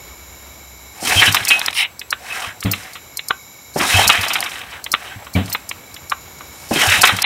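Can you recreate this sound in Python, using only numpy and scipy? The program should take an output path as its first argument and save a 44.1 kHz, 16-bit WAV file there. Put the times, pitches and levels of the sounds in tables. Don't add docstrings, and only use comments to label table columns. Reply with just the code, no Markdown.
import sys
import numpy as np
from scipy import signal
from scipy.fft import rfft, irfft, next_fast_len
from scipy.io import wavfile
from scipy.ndimage import map_coordinates

SR = 44100
rng = np.random.default_rng(int(sys.argv[2]) if len(sys.argv) > 2 else 0)


def output_pcm(signal):
    pcm = np.clip(np.atleast_2d(signal).T, -1, 1) * 32767
    wavfile.write(sys.argv[1], SR, np.round(pcm).astype(np.int16))


N = 319725
TIME = np.arange(N) / SR


# yank t/s, full speed t/s, let go t/s, flywheel stopped t/s, level/dB, jolt level/dB
ROPE_PULLS = [(1.022, 1.11, 1.29, 1.75, -13.8, -32.5), (3.759, 3.9, 4.046, 4.65, -13.5, -21),
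              (6.709, 6.83, 6.985, 7.5, -13.5, -19)]
# start t/s, fastest t/s, end t/s, level/dB, treble relative to gear level/dB
ROPE_SLIDES = [(.92, 1.03, 1.1, -33, -8), (2.16, 2.43, 2.54, -21.5, -10.5), (2.438, 2.5, 2.68, -40, -8),
               (2.68, 2.781, 3.04, -34, -3), (4.45, 4.72, 4.9, -31.5, -14), (4.93, 5.069, 5.17, -27, -14),
               (5.1, 5.15, 5.36, -39, -9.5), (5.42, 5.513, 5.68, -38.5, 0), (6.45, 6.679, 6.74, -44, 4)]
LET_GO_S, COAST_DB, RUN_DOWN_DB_PER_S = .04, -7.5, 19
PULL_TREBLE_DB, COAST_TREBLE_DB = -6.5, -8.5
SPIN_S, SPIN_DB, SPIN_TREBLE_DB = .09, -23, -11


def drive():
    moves = []  # (gear strength over time, rope treble dB relative to it)
    for start, fastest, end, db, treble_db in ROPE_SLIDES:
        swell = stroke(start, fastest, fastest, end) ** 1.3
        moves.append((amp(db) * swell, treble_db))
    for yank, full, let_go, stopped, db, _ in ROPE_PULLS:
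        pulled = stroke(yank, full, let_go, let_go + LET_GO_S)
        moves.append((amp(db) * pulled, PULL_TREBLE_DB))
        slowing = amp(COAST_DB - RUN_DOWN_DB_PER_S * np.maximum(TIME - let_go, 0))
        coasting = slowing * stroke(let_go, let_go + LET_GO_S, stopped - LET_GO_S, stopped)
        moves.append((amp(db) * coasting, COAST_TREBLE_DB))
    for s, *_ in PINION_THROWS:
        spin = stroke(s, s, s + SPIN_S / 2, s + SPIN_S)
        moves.append((amp(SPIN_DB) * spin, SPIN_TREBLE_DB))
    gear = sum(gain for gain, _ in moves)
    rope = sum(gain * amp(treble_db) for gain, treble_db in moves)
    return gear, rope


# f/Hz, width/Hz, starting level/dB
HOUSING_MODES = [(754, 145, -17.5), (1160, 310, -14), (1566, 180, -10), (1987, 660, -1.5), (2581, 53, -7),
                 (2940, 280, -9), (3157, 86, -9), (3780, 220, -9.5)]
# f/Hz, level per Hz/dB
ROPE_RASP = [(3000, -5.5), (4000, 0), (4620, -4), (5410, 2), (6110, -1.5), (9830, -3.5), (12200, -9),
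             (14300, -10.5), (16000, -19)]


def starter():
    gear, rope = drive()
    speed = np.sqrt(gear / amp(-13))
    tooth_hz = 930 * speed * (1 + 0.0486 * wobble(60))
    teeth = amp(2.0 * np.sin(2 * np.pi * np.cumsum(tooth_hz) / SR))
    whirr = 0
    for hz, width, db in HOUSING_MODES:
        tilt_db = 9.5 * (speed - 1) * np.log2(hz / 1600)
        mode = resonant(teeth * grit(spread_db=2), [(hz, width, 0)])
        whirr = whirr + amp(db + 5.17 * wobble(22) + tilt_db) * mode
    fibres = coloured(teeth * grit(spread_db=2), ROPE_RASP)
    return amp(1.8 * wobble(130)) * (gear * radiated(whirr) + rope * fibres)


def radiated(x):
    radiation = [(250, -4), (650, -2.0), (3800, -6), (6000, -14.5)]  # f/Hz, level/dB
    return filtered(x, lambda hz: amp(along(radiation, hz)))


# start t/s, full speed t/s, braking t/s, end t/s, level/dB
ROPE_ZIP = (1.75, 1.79, 1.8273, 1.87, -14.5)


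def rewind():
    start, full, braking, end, db = ROPE_ZIP
    guide = [  # f/Hz, width/Hz, level/dB
        (855, 180, -13.5), (2190, 350, -0.5), (2920, 240, 2.5),
        (3840, 360, -6), (5420, 470, -11.5), (9300, 1800, -16.5)]
    return amp(db) * stroke(start, full, braking, end) * resonant(grit(spread_db=-2.5), guide)


# t/s, clack level/dB, knock relative level/dB, t60/s (time to fade by 60 dB)
CONTACTS = [(1.345, -13, 2, 0.047), (1.367, -13, -20, 0.053), (1.472, -18, -23, .025),
            (1.615, -17, -8, .018), (1.682, -13, -7.5, .02), (2.015, -26, -21, 0.032),
            (2.127, -15, 1.5, .03), (2.627, -25.5, -5, .034), (2.659, -25.5, -8, 0.026),
            (2.735, -16.5, -10, 0.054), (2.954, -31, -3.5, .1), (3.193, -20.5, -23, .026),
            (3.3064, -15, 4.5, .024), (4.233, -20.5, -3, .13), (4.304, -19, -4, 0.084),
            (4.355, -15.5, -5.5, 0.072), (4.4271, -16.5, -13, 0.0079), (4.461, -23, -2, .042),
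            (4.863, -22.5, -10.5, 0.033), (4.9394, -11, 0.5, 0.017), (4.948, -17, -4, .018),
            (5.268, -35.5, 4.5, 0.066), (5.36, -31.5, -20, .03), (5.48, -33, -18, 0.03),
            (5.519, -31, -16, 0.051), (5.549, -16, -3, .036), (5.713, -20.5, -8, 0.03),
            (5.964, -32, -22, .036), (6.119, -19.5, 6, .04), (6.408, -37, 5.5, .05),
            (7.074, -14, -15, 0.075), (7.093, -14, 1.5, .046), (7.187, -20, -1.5, 0.039),
            (7.242, -11.5, -12.5, .06)]
# t/s, clack level/dB, knock relative level/dB, chime level/dB
PINION_THROWS = [(1.509, -14, -15.5, -2), (4.099, -4.5, -4, -13), (7.0384, -5, -.5, -20)]
BITE_S, BITE_DB = .05, -19.5
THROW_T60_S, CATCH_S, CATCH_DB = 0.05, .0055, -14.5
TICK_DB, TICK_PER_KNOCK = -4, -0.23


def blows():
    rows = list(CONTACTS)
    rows += [(yank + BITE_S, BITE_DB, -6, .04) for yank, *_ in ROPE_PULLS]
    for s, db, knock_db, _ in PINION_THROWS:
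        rows.append((s - CATCH_S, CATCH_DB, knock_db + 6.5, .04))
        rows.append((s, db, knock_db, THROW_T60_S))
    return [(s, db, knock_db, TICK_DB + TICK_PER_KNOCK * knock_db, t60)
            for s, db, knock_db, t60 in rows]


# f/Hz, width/Hz, level/dB
PINION_MODES = [(618, 265, -7.5), (778, 73, 0.5), (1145, 180, 7), (1522, 290, 1.5)]
# f/Hz, level per Hz/dB
CLACK_TONE = [(1200, -45), (1800, 1.5), (2050, 5.5), (2300, 4.5), (2900, 4), (3600, 4), (4100, 0.5),
              (4800, -75)]
# f/Hz, level per Hz/dB
TICK_TONE = [(3300, -10.5), (4200, 4.5), (5100, 7.5), (6500, 1.5), (10000, 1), (12500, -4), (14300, 2),
             (16000, -24)]


def contacts():
    knock = resonant(noise(), PINION_MODES)
    clack = coloured(noise(), CLACK_TONE)
    tick = coloured(grit(spread_db=-2.0), TICK_TONE)
    track = np.zeros(N)
    for s, db, knock_db, tick_db, t60 in blows():
        for carrier, part_db, graze_db in ((knock, knock_db, -19), (clack, 0, -22), (tick, tick_db, -26)):
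            level = amp(db + part_db)
            add(track, s, level * struck(carrier, s, t60, attack=0.00032, head=0.0051))
            graze = struck(carrier, s - .1, .025, attack=.0004, head=.008)[:SR // 50][::-1]
            add(track, s - len(graze) / SR, level * amp(graze_db) * graze)
    return track + rattle(clack + amp(-11) * knock + amp(-9.5) * tick)


RATTLE_PER_S, RATTLE_DB, RATTLE_SPREAD_DB = 34, -20.5, 9


def rattle(light):
    track = np.zeros(N)
    for _, _, let_go, stopped, _, _ in ROPE_PULLS:
        for slot, (late, force) in enumerate(rng.random(size=(24, 2))):
            since = LET_GO_S + (slot + late) / RATTLE_PER_S
            s = let_go + since
            db = RATTLE_DB - RATTLE_SPREAD_DB * force - RUN_DOWN_DB_PER_S * since / 2
            if s < min(stopped, TIME[-SR // 100]):
                add(track, s, amp(db) * struck(light, s, 0.033, attack=0.00056, head=0.0064))
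    return track


# f/Hz, level/dB, t60/s
FLYWHEEL_TONES = [(2546, 0, .19), (2778, -4, .16), (3122, -13, .2), (10140, -24, .25)]
# t/s, level/dB
SPRING_PINGS = [(1.367, -23), (2.738, -17), (5.521, -31), (5.553, -23), (7.093, -26)]
PING_HZ, PING_T60_S, PING_SHARE_DB = 14140, 0.05, -27


def steel():
    track = np.zeros(N)
    t = np.arange(SR // 2) / SR
    strikes = [(s, chime_db) for s, _, _, chime_db in PINION_THROWS]
    strikes += [(s, db - 24) for s, db, *_ in CONTACTS]
    for s, db in strikes:
        for hz, level_db, t60 in FLYWHEEL_TONES:
            fade = np.exp(-np.log(1000) * t / t60)
            tone = np.sin(2 * np.pi * (hz * t + rng.random()))
            add(track, s, amp(db + level_db + rng.normal(0, 1)) * fade * tone)
    spring = resonant(noise(), [(PING_HZ, 160, 0)])
    pings = list(SPRING_PINGS)
    pings += [(s, db + tick_db + PING_SHARE_DB) for s, db, _, tick_db, _ in blows()]
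    for s, db in pings:
        add(track, s, amp(db) * struck(spring, s, PING_T60_S, attack=.0004, head=.006))
    return track


# t/s, level/dB, suddenness 0-1
EXHAUST_PUFFS = [(1.158, -21, .22), (1.278, -22.5, 0.5), (1.41, -35, .3), (2.47, -39, 0.3),
                 (2.648, -17, .63), (3.942, -17, .15), (4.06, -29, 0.45), (4.185, -29, .25),
                 (5.16, -35, 0.28), (5.352, -14, 0.66), (6.874, -23, 0.1), (6.98, -29, 0.52),
                 (7.125, -25.5, .48)]
# f/Hz, level/dB
PIPE_MODES = [(101, 2), (183, 3), (262, -4), (335, -18), (680, -11.5)]
PIPE_T60_S, PIPE_GROWTH_PER_DB = .21, 0.0566


def exhaust():
    track = np.zeros(N)
    waver = [np.cumsum(1 + 0.092 * wobble(90)) / SR for _ in PIPE_MODES]
    rush = coloured(noise(), [(400, 7), (800, 2.0), (3500, -0.5), (5000, -17.0)])
    for s, db, sudden in EXHAUST_PUFFS:
        start = round(s * SR)
        t60 = PIPE_T60_S * np.exp(PIPE_GROWTH_PER_DB * (db + 20))
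        ring = 0
        for k, (hz, level_db) in enumerate(PIPE_MODES):
            share = sudden if k else 1
            ring = ring + amp(level_db) * share * np.sin(2 * np.pi * hz * (waver[k] - waver[k][start]))
        add(track, s, amp(db) * struck(ring, s, t60, attack=0.0027, head=0.056))
        add(track, s, amp(db - 7) * sudden * struck(rush, s, t60, attack=0.011, head=0.063))
    return track


def squeak():
    burst = np.exp(-((TIME - 5.356) / 0.0049) ** 2)
    return amp(-17.0) * burst * np.sin(2 * np.pi * 2300 * TIME)


# f/Hz, width/Hz, level/dB
STAND_MODES = [(200, 225, 0), (370, 150, 1.5), (533, 77, -1), (722, 470, -6.5)]
RUMBLE_DB, RUMBLE_TAIL_S = -41.5, .1
BITE_JOLT_DB, JOLT_T60_S = -8.5, 0.17


def stand():
    wood = resonant(noise(), STAND_MODES)
    turning = sum(stroke(yank, full, let_go, stopped + RUMBLE_TAIL_S)
                  for yank, full, let_go, stopped, _, _ in ROPE_PULLS)
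    track = amp(RUMBLE_DB) * turning * wood
    for yank, *_, jolt_db in ROPE_PULLS:
        for s, db in ((yank, jolt_db), (yank + BITE_S, jolt_db + BITE_JOLT_DB)):
            add(track, s, amp(db) * struck(wood, s, JOLT_T60_S, attack=0.0016, head=0.056))
    return track


# f/Hz, t60/s
WALL_DECAY = [(1500, 0.2), (14000, 0.038)]


def walls(x):
    hz, t, z = signal.stft(rng.standard_normal(SR // 2), SR, nperseg=256)
    fade = np.exp(-np.log(1000) * t / along(WALL_DECAY, hz)[:, None])
    tail = signal.istft(z * fade, SR, nperseg=256)[1]
    return signal.fftconvolve(x, tail / np.linalg.norm(tail))[:N]


# f/Hz, width/Hz, level before the overall hiss level/dB
STEADY_HISS = [(2236, 66.5, 9), (3910, 126, 2.5), (11540, 340, 1.5), (13700, 240, -6)]
# f/Hz, width/Hz, level before the overall hiss level/dB
DRIFTING_HISS = [(5620, 590, -3.5), (7135, 283, 4)]
# f/Hz, width/Hz, level/dB, fading from t/s, gone t/s
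LOW_HUM = (65, 5, -44.5, 0.7, 1)
# t/s, level/dB
GARDEN_LEVEL = [(0, -41), (.9, -43.5), (1.9, -44), (3.5, -45), (6.4, -41)]
# f/Hz, level per Hz/dB
GARDEN_TONE = [(20, -32), (66, 9.5), (105, 3), (200, -1.5), (450, -3.5), (1000, -3), (1800, -8),
               (3000, -11.5), (9000, -20.5), (16000, -15)]
HISS_DB, HISS_DIP_DB, HISS_LIFT = -55.5, 9, .1
HISS_RECOVERY_S, HISS_REST, HISS_WANDER = 1.6, 0.99, 0.0065


def background():
    dip = sum(stroke(yank, stopped, stopped, stopped + HISS_RECOVERY_S)
              for yank, _, _, stopped, _, _ in ROPE_PULLS)
    pitch = HISS_REST + HISS_LIFT * dip + HISS_WANDER * wobble(2)
    drifting = map_coordinates(banded(DRIFTING_HISS), [np.cumsum(pitch)], mode="mirror")
    hiss = amp(HISS_DB - HISS_DIP_DB * dip) * (banded(STEADY_HISS) + drifting)
    hz, width, db, fading, gone = LOW_HUM
    hum = amp(db) * (1 - ramp(fading, gone)) * unit(banded([(hz, width, 0)]))
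    rumble = amp(curves(GARDEN_LEVEL)[0] + wobble(22)) * coloured(noise(), GARDEN_TONE)
    return hiss + hum + rumble


def amp(db):
    return 10 ** (np.asarray(db) / 20)


def unit(x):
    return x / np.sqrt(np.mean(x ** 2) + 1e-20)


def along(points, hz):
    f, v = np.transpose(points)
    return np.interp(np.log(hz + 1), np.log(f + 1), v)


def curves(rows):
    s, *cols = np.transpose(rows)
    return [np.interp(TIME, s, c) for c in cols]


def ramp(start, end):
    return np.clip((TIME - start) / max(end - start, 1e-3), 0, 1)


def stroke(start, full, easing, end):
    return ramp(start, full) * (1 - ramp(easing, end))


def wobble(rate):
    return map_coordinates(rng.standard_normal(int(N * rate / SR) + 4), [TIME * rate])


def noise():
    return rng.standard_normal(N)


def grit(spread_db):
    return unit(noise() * amp(spread_db * wobble(1500)))


def filtered(x, response):
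    m = next_fast_len(N + SR // 2)
    return irfft(rfft(x, m) * response(np.fft.rfftfreq(m, 1 / SR)), m)[..., :N]


def coloured(x, spectrum):
    return unit(filtered(x, lambda hz: amp(along(spectrum, hz))))


def resonant(x, modes):
    def body(f):
        return sum((-1) ** k * amp(db) * 1j * f * w / (c * c - f * f + 1j * f * w)
                   for k, (c, w, db) in enumerate(modes))
    return unit(filtered(x, body))


def banded(bands):
    def shape(f):
        return sum(amp(db) * np.exp(-((f - hz) / width) ** 2 / 2) for hz, width, db in bands)
    return filtered(noise(), shape) * np.sqrt(SR / 400)


def struck(carrier, s, t60, attack, head):
    start = round(s * SR)
    piece = carrier[start:start + SR // 2]
    t = np.arange(len(piece)) / SR
    piece = piece * amp(-60 * t / t60) * (1 - np.exp(-t / attack))
    return piece / np.sqrt(np.mean(piece[t < head] ** 2) + 1e-20)


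def add(track, s, sound):
    start = round(s * SR)
    track[start:start + len(sound)] += sound[:N - start]


# f/Hz, gain of the side signal level/dB
SIDE_GAIN = [(120, -19), (550, -22), (1650, -51), (5000, -24.5), (14000, -7)]


def spread(near, far, far_side):
    scatter = rng.standard_normal(SR // 60) * np.linspace(1, 0, SR // 60) ** 2
    side = signal.fftconvolve(near, scatter / np.linalg.norm(scatter))[:N] + far_side
    side = filtered(side, lambda hz: amp(along(SIDE_GAIN, hz)))
    middle = near + far

    def lean(hz):
        lean_db = along([(2000, 0.017), (12000, 0.22)], hz)
        return amp(lean_db * np.array([[-1], [1]]))
    return filtered(np.array([middle + side, middle - side]), lean)


def scene():
    engine = starter() + rewind() + contacts() + steel() + exhaust() + squeak() + stand()

    def surroundings():
        return amp(-18.0) * walls(engine) + background()
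    return spread(engine, surroundings(), amp(1.5) * surroundings())


SPLIT_HZ, LEAD_S, TOP_HZ = 4150, .0217, 15800


def record(dry):
    def camera(hz):
        low_cut = (1j * hz / (1j * hz + 28)) ** 2
        early_treble = np.where(hz > SPLIT_HZ, np.exp(2j * np.pi * hz * LEAD_S), 1)
        return low_cut * early_treble
    skewed = filtered(dry, camera)
    return filtered(np.clip(skewed, -.98, .98), lambda hz: hz < TOP_HZ)


dry = scene()
out = record(dry)
output_pcm(out)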